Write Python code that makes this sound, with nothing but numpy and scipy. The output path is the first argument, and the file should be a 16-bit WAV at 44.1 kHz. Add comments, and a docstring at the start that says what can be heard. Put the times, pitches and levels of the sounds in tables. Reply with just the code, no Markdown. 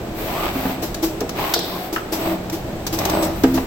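"""Pneumatic capping machine

One cycle is heard from close by in a humming workshop. Slides whir as random ball impacts excite
rails and steel; gear tones glide up. Valve puffs and cylinder bleeds are shaped, hissing noise.
Clicks, knocks and rattles are noise bursts, and thumps strike decaying frame modes. A thin, rough
whine, shop noise, a wavering hum and a low rumble run alongside; the rumble is sharply thinned at
1.5 s and slowly returns. A diffuse tail follows the machine.
"""
import sys
import numpy as np
from scipy import signal
from scipy.fft import rfft, irfft, next_fast_len
from scipy.io import wavfile

SR = 44100
rng = np.random.default_rng(int(sys.argv[2]) if len(sys.argv) > 2 else 0)


def digitize_waveform(pressure):
    """Quantize a signal to 16-bit integers and store it at the path in sys.argv[1].

    Rows of a 2-D input are taken as channels; values are limited to [-1, 1].
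    """
    field = np.atleast_2d(pressure).T
    bounded = np.clip(field, -1, 1)
    quanta = np.round(bounded * 32767).astype(np.int16)
    wavfile.write(sys.argv[1], SR, quanta)


N = 161406  # length in samples

# Slide strokes. Each row: start in seconds, speed-up in seconds, start of slowing in seconds,
# slow-down in seconds, level in dB, treble boost in dB, rail ring in dB.
STROKES = [(.14, 0.29, 0.49, 0.038, -28, 7.5, -41.5), (0.529, .035, 0.7, .15, -33, 6.5, -32.5),
           (1.342, 0.037, 1.505, 0.063, -30, 9.5, -41), (1.56, 0.033, 1.76, 0.088, -32.5, -13, -32.5),
           (2.12, 0.11, 2.321, 0.063, -26, -0.5, -25), (2.975, 0.027, 3.1, 0.081, -22.5, -1.5, -28.5),
           (3.11, .04, 3.228, .16, -22.5, -10, -26.5)]
# Rolling spectrum of the slides. Each row: frequency in Hz, gain in dB.
SLIDE_SPECTRUM = [(100, -24), (200, -9), (340, 8.5), (480, -2.5), (700, 5), (1100, -3.5), (1600, -13.5),
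                  (2400, -11.5), (4000, -19), (7000, -33), (16000, -33)]
# Resonances of the rails. Each row: frequency in Hz, gain in dB, t60 in seconds.
RAIL_MODES = [(183, -4, .6), (328, 0, .3), (392, -4, .12), (622, -4, .12), (662, -2, .15)]
# Ringing steel of the slides and stops. Each row: frequency in Hz, gain in dB.
STEEL_MODES = [(3370, -4), (3650, -1), (3745, -1), (3960, 0), (4040, -1), (4402, -1), (4610, -3),
               (4856, -4), (5195, -1), (5615, -4)]
BALLS_PER_S, BRIGHT_HZ = 2400, 1280  # impacts per second; corner of the treble boost
STEEL_DB, STEEL_T60_S = -20.5, 0.23  # steel ring level is against the stroke
FLUTTER_DB = 2.0  # depth of the random level flutter in slides and gears

# Runs of the drives. Each row: start in seconds, speed-up in seconds, start of slowing in seconds,
# nominal top pitch in Hz, level in dB before flutter.
DRIVES = [(0.151, 0.23, 0.45, 1240, -30), (0.549, 0.038, 0.72, 745, -34), (1.33, 0.095, 1.5, 1070, -30),
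          (1.70, 0.026, 1.76, 1070, -34.5), (1.78, 0.0193, 1.86, 760, -32), (2.17, .04, 2.31, 660, -25.5),
          (3.12, 0.053, 3.27, 615, -28)]
DRIVE_START_SHARE, DRIVE_FALL_S = 0.3, 0.042  # starting share of the top speed; fade-out
GEAR_RATIO, GEAR_DB, SHAFT_DB = 0.93, -7, -2  # second gear against nominal pitch; levels
MESH_WOBBLE = 0.029  # random pitch deviation, as a share

# Valve puffs. Each row: start in seconds, rise in seconds, air level in dB, exhaust boom in dB.
PUFFS = [(.815, 0.013, -22, -24), (1.019, 0.012, -19, -13), (1.922, 0.0066, -23.5, -24),
         (2.116, 0.01, -19, -21), (2.514, 0.016, -26.5, -21), (2.921, 0.0078, -21, -23),
         (3.218, 0.0081, -21, -25), (3.533, 0.011, -23.5, -19.5)]
# Spectrum of the puffs. Each row: frequency in Hz, gain in dB.
PUFF_SPECTRUM = [(150, -45), (350, 16.5), (800, 11.5), (1500, 1.5), (3000, 0), (5500, 3), (8000, -4.5),
                 (12000, 5.5), (16000, 4)]
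# Air bleeding from moving cylinders. Each row: start in seconds, start of fall in seconds, level in dB.
BLEEDS = [(0.135, 0.464, -27.5), (0.49, 0.71, -27), (1.345, 1.522, -26), (1.598, 1.853, -30),
          (2.152, 2.311, -28), (2.95, 3.233, -29.5), (3.308, 3.604, -33.5)]
# Spectrum of the bleeding air. Each row: frequency in Hz, gain in dB.
BLEED_SPECTRUM = [(500, 5), (2000, 1.5), (4500, -5), (7500, -12), (11000, -3), (12500, 3), (16000, 3.5)]
# Narrow treble bands in the hiss. Each row: frequency in Hz, gain in dB.
HISS_BANDS = [(11885, -3), (12116, -1), (12581, 0), (14817, -3)]
PUFF_HOLD_S, PUFF_DECAY_S, BOOM_HZ, BOOM_DECAY_S = 0.012, 0.029, 325.8, 0.018
BLEED_RISE_S, BLEED_FALL_S = 0.057, 0.059
HISS_BANDS_DB, HISS_BANDS_T60_S = -18, 0.066  # level against the broad hiss

# Gripper and latch clicks. Each row: time in seconds, crack level in dB, drive of ring and jangle in dB.
CLICKS = [(0.9439, -20, -40), (1.205, -22, -58), (1.292, -21, -39), (1.538, -7.5, -16), (1.590, -20, -33),
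          (2.4977, -25, -58), (2.866, -16.5, -40), (2.874, -24, -49), (2.9878, -16.5, -39),
          (3.052, -14.5, -49), (3.097, -18.5, -52), (3.435, -20.5, -42)]
# Spectrum of the crack. Each row: frequency in Hz, gain in dB.
CLICK_SPECTRUM = [(300, -3), (1000, 5), (2300, -4), (3700, 1), (6000, 4.5), (8000, -6.5), (12000, 2),
                  (16000, 1)]
# Spectrum of jangling loose fittings. Each row: frequency in Hz, gain in dB.
JANGLE_SPECTRUM = [(2300, -15), (3500, 11), (5400, 6), (7500, -40)]
CLICK_DECAY_S = 0.0056
JANGLE_DB, JANGLE_DECAY_S, JANGLE_PER_S = -11, 0.12, 2200  # level against drive; impacts per second

# Blows on the frame. Each row: time in seconds, ring drive in dB, centre of the push in Hz, rattle in dB.
THUMPS = [(.555, -22, 267, -35), (.654, -23.5, 236, -23), (.824, -26, 420, -38), (1.212, -17.5, 422, -24),
          (1.562, -20.5, 460, -26), (2.256, -30, 200, -23.5), (2.683, -29, 610, -39),
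          (3.4369, -7.5, 312, -12.5), (3.575, -20.5, 397, -18)]
# Pitches of the frame's modes. Each entry: frequency in Hz.
FRAME_HZ = [181.5, 262, 269, 330, 410, 474, 642]
# Strength of those modes, in the same order. Each row: gain in dB, t60 in seconds.
FRAME_MODES = [(-3.5, 0.5), (-4, 1.36), (-2.5, 0.22), (-0.5, 0.11), (-2, 0.15), (-3, 0.25), (4, 0.075)]
# Spectrum of the rattle. Each row: frequency in Hz, gain in dB.
RATTLE_SPECTRUM = [(80, -2), (200, 1), (350, -5.5), (750, 0.5), (1500, -12), (3000, -19.5), (8000, -35.5)]
# Hollow knocks of the carriages at their stops. Each row: time in seconds, level in dB.
KNOCKS = [(1.961, -14.5), (1.978, -26), (3.4355, -33)]
# Spectrum of the knocks. Each row: frequency in Hz, gain in dB.
KNOCK_SPECTRUM = [(700, -15), (1350, 5.5), (2200, -13.5), (2750, -7), (4000, -24), (12000, -40)]
RATTLE_DECAY_S, KNOCK_DECAY_S = 0.0091, 0.0064
PUSH_OCTAVES = 0.46  # spread of a blow's push around its centre
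CHECK_S = 0.051  # a new blow stops the earlier ring with this time constant

# Level curve of the whine. Each row: time in seconds, level in dB before roughness.
WHINE_LEVEL = [(.2, -68), (.36, -53), (1.298, -61.5), (1.5, -53), (2.05, -60), (2.28, -48.5), (2.5, -72),
               (3.0, -54), (3.18, -41), (3.255, -39.5), (3.31, -60)]
WHINE_HZ = 8000  # centre pitch

# Spectrum of the workshop's machinery. Each row: frequency in Hz, gain in dB.
SHOP_SPECTRUM = [(20, -23), (120, -11.5), (200, -8.5), (330, -0.5), (480, -6.5), (680, -4.5), (1000, -15.5),
                 (2000, -22), (4000, -27.5), (8000, -40), (16000, -30)]
# Spectrum of the low rumble. Each row: frequency in Hz, gain in dB.
RUMBLE_SPECTRUM = [(15, -6), (34, 8.5), (60, 2), (130, 2.5), (220, 2.5), (400, -33.5)]
# Low rumble, sharply thinned at 1.5 s and slowly returning. Each row: time in seconds, level in dB.
RUMBLE_THINNING = [(0, -32), (1.502, -33.5), (1.53, -55), (1.8, -40), (2.499, -32.5), (3.2, -29.5)]
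SHOP_DB, HUM_HZ, HUM_DB = -31, 331, -40.5  # hum pitch and level are centres of their wavering

# Stereo width of noise. Each row: frequency in Hz, side minus mid in dB.
WIDTH = [(60, -19.5), (130, -19), (250, -15), (500, -8), (1000, -5), (2000, 0.5)]
ROOM_T60_S, ROOM_DB = 0.44, -9.5
# Colour of both microphone ports. Each row: frequency in Hz, gain in dB.
PORTS = [(7000, 0.5), (8100, 3), (8800, -11), (10000, -5), (12000, 0), (16000, 0)]
# Extra colour of the right port. Each row: frequency in Hz, gain against the left in dB.
RIGHT_PORT = [(700, 0.5), (1300, .5), (4400, -1.5), (8000, 1), (10000, -6), (12000, -14), (16000, -20)]
TOP_HZ = 15900  # top of the passband


def undb(db):
    """Decibels to gain."""
    return 10 ** (np.asarray(db) / 20)


def unit(x):
    """Scale to rms 1."""
    return x / np.sqrt(np.mean(x ** 2))


def since(start=0):
    """Seconds since a moment, zero before it."""
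    return np.maximum(np.arange(N) / SR - start, 0)


def colour(x, points):
    """Causal minimum-phase filter through (Hz, dB) points."""
    hz, db = np.array(points, float).T
    size = 2 * next_fast_len(N)
    f = np.maximum(np.arange(size // 2 + 1) * SR / size, 1)
    gain = undb(np.interp(np.log(f), np.log(hz), db))
    cepstrum = irfft(np.log(gain))
    # folding the cepstrum forward makes the filter causal
    cepstrum[1:size // 2] *= 2
    cepstrum[size // 2 + 1:] = 0
    return irfft(rfft(x, size) * np.exp(rfft(cepstrum)))[..., :N]


def spread(pair):
    """Mix two unrelated signals to left and right, most alike in the bass."""
    side = colour(pair[1], WIDTH)
    return np.array([pair[0] + side, pair[0] - side])


def noise(points):
    """Stereo noise of rms 1 with a given spectrum."""
    return unit(colour(spread(rng.standard_normal((2, N))), points))


def walk(rate):
    """Random drift gliding between new values, rate times a second."""
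    knots = rng.standard_normal(4096)
    return np.interp(since() * rate, np.arange(len(knots)), knots)


def patter(per_s):
    """Two streams of tiny impacts of random size."""
    return rng.standard_normal((2, N)) * (rng.random((2, N)) < per_s / SR)


def decay(t, t60):
    """Exponential decay, down 60 dB after t60 seconds."""
    return np.exp(-np.log(1000) * t / t60)


def ring(x, modes):
    """Drive a body's decaying modes."""
    t = since()[:SR]
    response = sum(undb(db) * np.sin(2 * np.pi * hz * t) * decay(t, t60) for hz, db, t60 in modes)
    return signal.fftconvolve(x, response)[:N]


def taps(rows):
    """One impulse for each (s, dB)."""
    x = np.zeros(N)
    for start, db in rows:
        x[int(start * SR)] += undb(db)
    return x


def burst(start, rise, hold, fall):
    """Steepening rise, hold and exponential decay."""
    return np.minimum(since(start) / rise, 1) ** 2 * np.exp(-since(start + rise + hold) / fall)


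def travel(start, rise, end, fall):
    """Speed up, run and slow down."""
    return np.minimum(since(start) / rise, 1) * np.maximum(1 - since(end) / fall, 0)


def rung(x, drive, modes):
    """Ring modes with an excitation at the level of the drive curve."""
    return ring(x * drive, modes) / np.std(ring(x, modes))


def slides():
    """Bearing balls patter unevenly along the rails and ring them and the steel."""
    balls = patter(BALLS_PER_S) * undb(FLUTTER_DB * walk(170))
    roll = unit(colour(spread(balls), SLIDE_SPECTRUM))
    high_pass = signal.butter(1, BRIGHT_HZ, "high", fs=SR, output="sos")
    treble = signal.sosfilt(high_pass, roll)
    rolling = on_rails = on_steel = 0
    for start, rise, end, fall, db, bright_db, rail_db in STROKES:
        speed = travel(start, rise, end, fall)
        rolling = rolling + speed * undb(db) * (roll + (undb(bright_db) - 1) * treble)
        on_rails = on_rails + undb(rail_db) * speed
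        on_steel = on_steel + undb(db + STEEL_DB) * speed
    steel_modes = [(hz, db, STEEL_T60_S) for hz, db in STEEL_MODES]
    rails = rung(balls[0], on_rails, RAIL_MODES)
    steel = np.array([rung(x, on_steel, steel_modes) for x in balls])
    return rolling + rails + steel


def gear_tone(ratio, hz, speed, load):
    """A sine at a share of the drive's pitch, with random wobble."""
    pitch = ratio * hz * speed * (1 + MESH_WOBBLE * walk(250))
    return load * np.sin(2 * np.pi * np.cumsum(pitch) / SR)


def drives():
    """Two gear tones glide up with the speed; the half-pitch shaft shakes the rails' resonances."""
    gears = shaft = 0
    for start, rise, end, hz, db in DRIVES:
        run_up = np.minimum(since(start) / rise, 1) ** 2
        speed = DRIVE_START_SHARE + (1 - DRIVE_START_SHARE) * run_up
        # the level is up before the pitch
        load = undb(db) * travel(start, 0.59 * rise, end, DRIVE_FALL_S)
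        first_gear = gear_tone(0.99, hz, speed, load)
        second_gear = undb(GEAR_DB) * gear_tone(GEAR_RATIO, hz, speed, load)
        gears = gears + first_gear + second_gear
        shaft = shaft + gear_tone(0.5, hz, speed, load)
    shaken_rails = undb(SHAFT_DB) * np.std(gears) * unit(ring(shaft, RAIL_MODES))
    return gears * undb(FLUTTER_DB * walk(90)) + shaken_rails


def air():
    """Valves vent with a hiss and a short boom; cylinders bleed while they move."""
    puff = boom = 0
    for start, rise, air_db, boom_db in PUFFS:
        puff = puff + undb(air_db) * burst(start, rise, PUFF_HOLD_S, PUFF_DECAY_S)
        boom_level = undb(boom_db) * burst(start, rise, PUFF_HOLD_S, BOOM_DECAY_S)
        boom = boom + boom_level * np.sin(2 * np.pi * BOOM_HZ * since(start))
    bleed = sum(undb(db) * travel(start, BLEED_RISE_S, end, BLEED_FALL_S) for start, end, db in BLEEDS)
    bands = [(hz, db, HISS_BANDS_T60_S) for hz, db in HISS_BANDS]
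    breath = rng.standard_normal((2, N))
    narrow_hiss = undb(HISS_BANDS_DB) * np.array([unit(ring(x, bands)) for x in breath])
    puff_hiss = noise(PUFF_SPECTRUM) + narrow_hiss
    bleed_hiss = noise(BLEED_SPECTRUM) + narrow_hiss
    return puff * puff_hiss + boom + bleed * bleed_hiss


def steel_snap(snaps):
    """Ring the steel with every mode slightly detuned at random."""
    modes = [(hz * (1 + 0.0058 * rng.standard_normal()), db, STEEL_T60_S) for hz, db in STEEL_MODES]
    return ring(snaps, modes)


def clicks():
    """Small steel parts snap against their stops, ring and set loose fittings jangling."""
    crack_level = sum(undb(db) * burst(s, 0.00058, 0.0023, CLICK_DECAY_S) for s, db, _ in CLICKS)
    crack = crack_level * noise(CLICK_SPECTRUM)
    loose = unit(colour(patter(JANGLE_PER_S), JANGLE_SPECTRUM))
    jangle_level = sum(undb(db + JANGLE_DB) * burst(s, 0.00033, 0, JANGLE_DECAY_S) for s, _, db in CLICKS)
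    snaps = taps([(s, db) for s, _, db in CLICKS])
    steel = np.array([steel_snap(snaps) for _ in range(2)])  # left and right detuned apart
    return crack + jangle_level * loose + steel / np.sqrt(len(STEEL_MODES))


def knocks():
    """Loose parts rattle at each thump, and the carriages knock at their stops."""
    rattle = sum(undb(db) * burst(s, 0.00011, 0.0055, RATTLE_DECAY_S) for s, _, _, db in THUMPS)
    knock = sum(undb(db) * burst(s, 0.00066, 0.0018, KNOCK_DECAY_S) for s, db in KNOCKS)
    return rattle * noise(RATTLE_SPECTRUM) + knock * noise(KNOCK_SPECTRUM)


def frame_ring():
    """Each blow excites the frame modes near its push and stops the earlier ring."""
    frame = 0
    for start, db, centre, _ in THUMPS:
        t = since(start)
        frame = frame * np.exp(-t / CHECK_S)
        for k, (hz, (mode_db, t60)) in enumerate(zip(FRAME_HZ, FRAME_MODES)):
            push = np.exp(-0.5 * (np.log2(hz / centre) / PUSH_OCTAVES) ** 2)
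            sign = (-1) ** ((k + 1) // 2)  # polarity flips every second mode
            level = sign * push * undb(db + mode_db)
            frame = frame + level * np.sin(2 * np.pi * hz * t) * decay(t, t60)
    return frame


def whine():
    """The drive's thin high tone follows a level curve, with separate roughness left and right."""
    s, db = np.array(WHINE_LEVEL).T
    tone = np.sin(2 * np.pi * np.cumsum(WHINE_HZ + 8 * walk(55)) / SR)
    swell = undb(np.interp(since(), s, db))
    return np.array([tone * swell * (1.2 + 0.5 * walk(24.77) + 1.23 * walk(160)) for _ in range(2)])


def workshop():
    """Steady machinery noise, a wavering hum and a low rumble, sharply thinned and slowly returning."""
    hum_level = undb(HUM_DB + 7.3 * walk(6.58))
    hum = hum_level * np.sin(2 * np.pi * np.cumsum(HUM_HZ + 7 * walk(30)) / SR)
    s, db = np.array(RUMBLE_THINNING).T
    rumble = undb(np.interp(since(), s, db)) * noise(RUMBLE_SPECTRUM)
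    return undb(SHOP_DB) * noise(SHOP_SPECTRUM) + hum + rumble


def room(x):
    """A diffuse, decaying noise tail from the walls and the machine's panels."""
    envelope = burst(0.00086, 0.0046, 0, ROOM_T60_S / np.log(1000))
    tail = noise([(150, 1.1), (1000, 7.7), (16000, 1.7)]) * envelope  # (Hz, dB)
    tail = tail / np.sqrt(np.sum(tail ** 2) / 2)
    return undb(ROOM_DB) * signal.fftconvolve(x, tail, axes=1)[:, :N]


def scene():
    """The machine with its room tail; frame, whine and workshop join without one."""
    machine = slides() + drives() + air() + clicks() + knocks()
    return machine + room(machine) + frame_ring() + whine() + workshop()


def record(dry):
    """Two microphone ports, the right one duller; peaks clip and the top is cut."""
    left, right = colour(dry, PORTS)
    clipped = np.clip([left, colour(right, RIGHT_PORT)], -0.9, 0.9)
    low_pass = signal.ellip(10, 0.2, 70, TOP_HZ, fs=SR, output="sos")
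    return signal.sosfilt(low_pass, clipped)


dry = scene()
out = record(dry)
digitize_waveform(out)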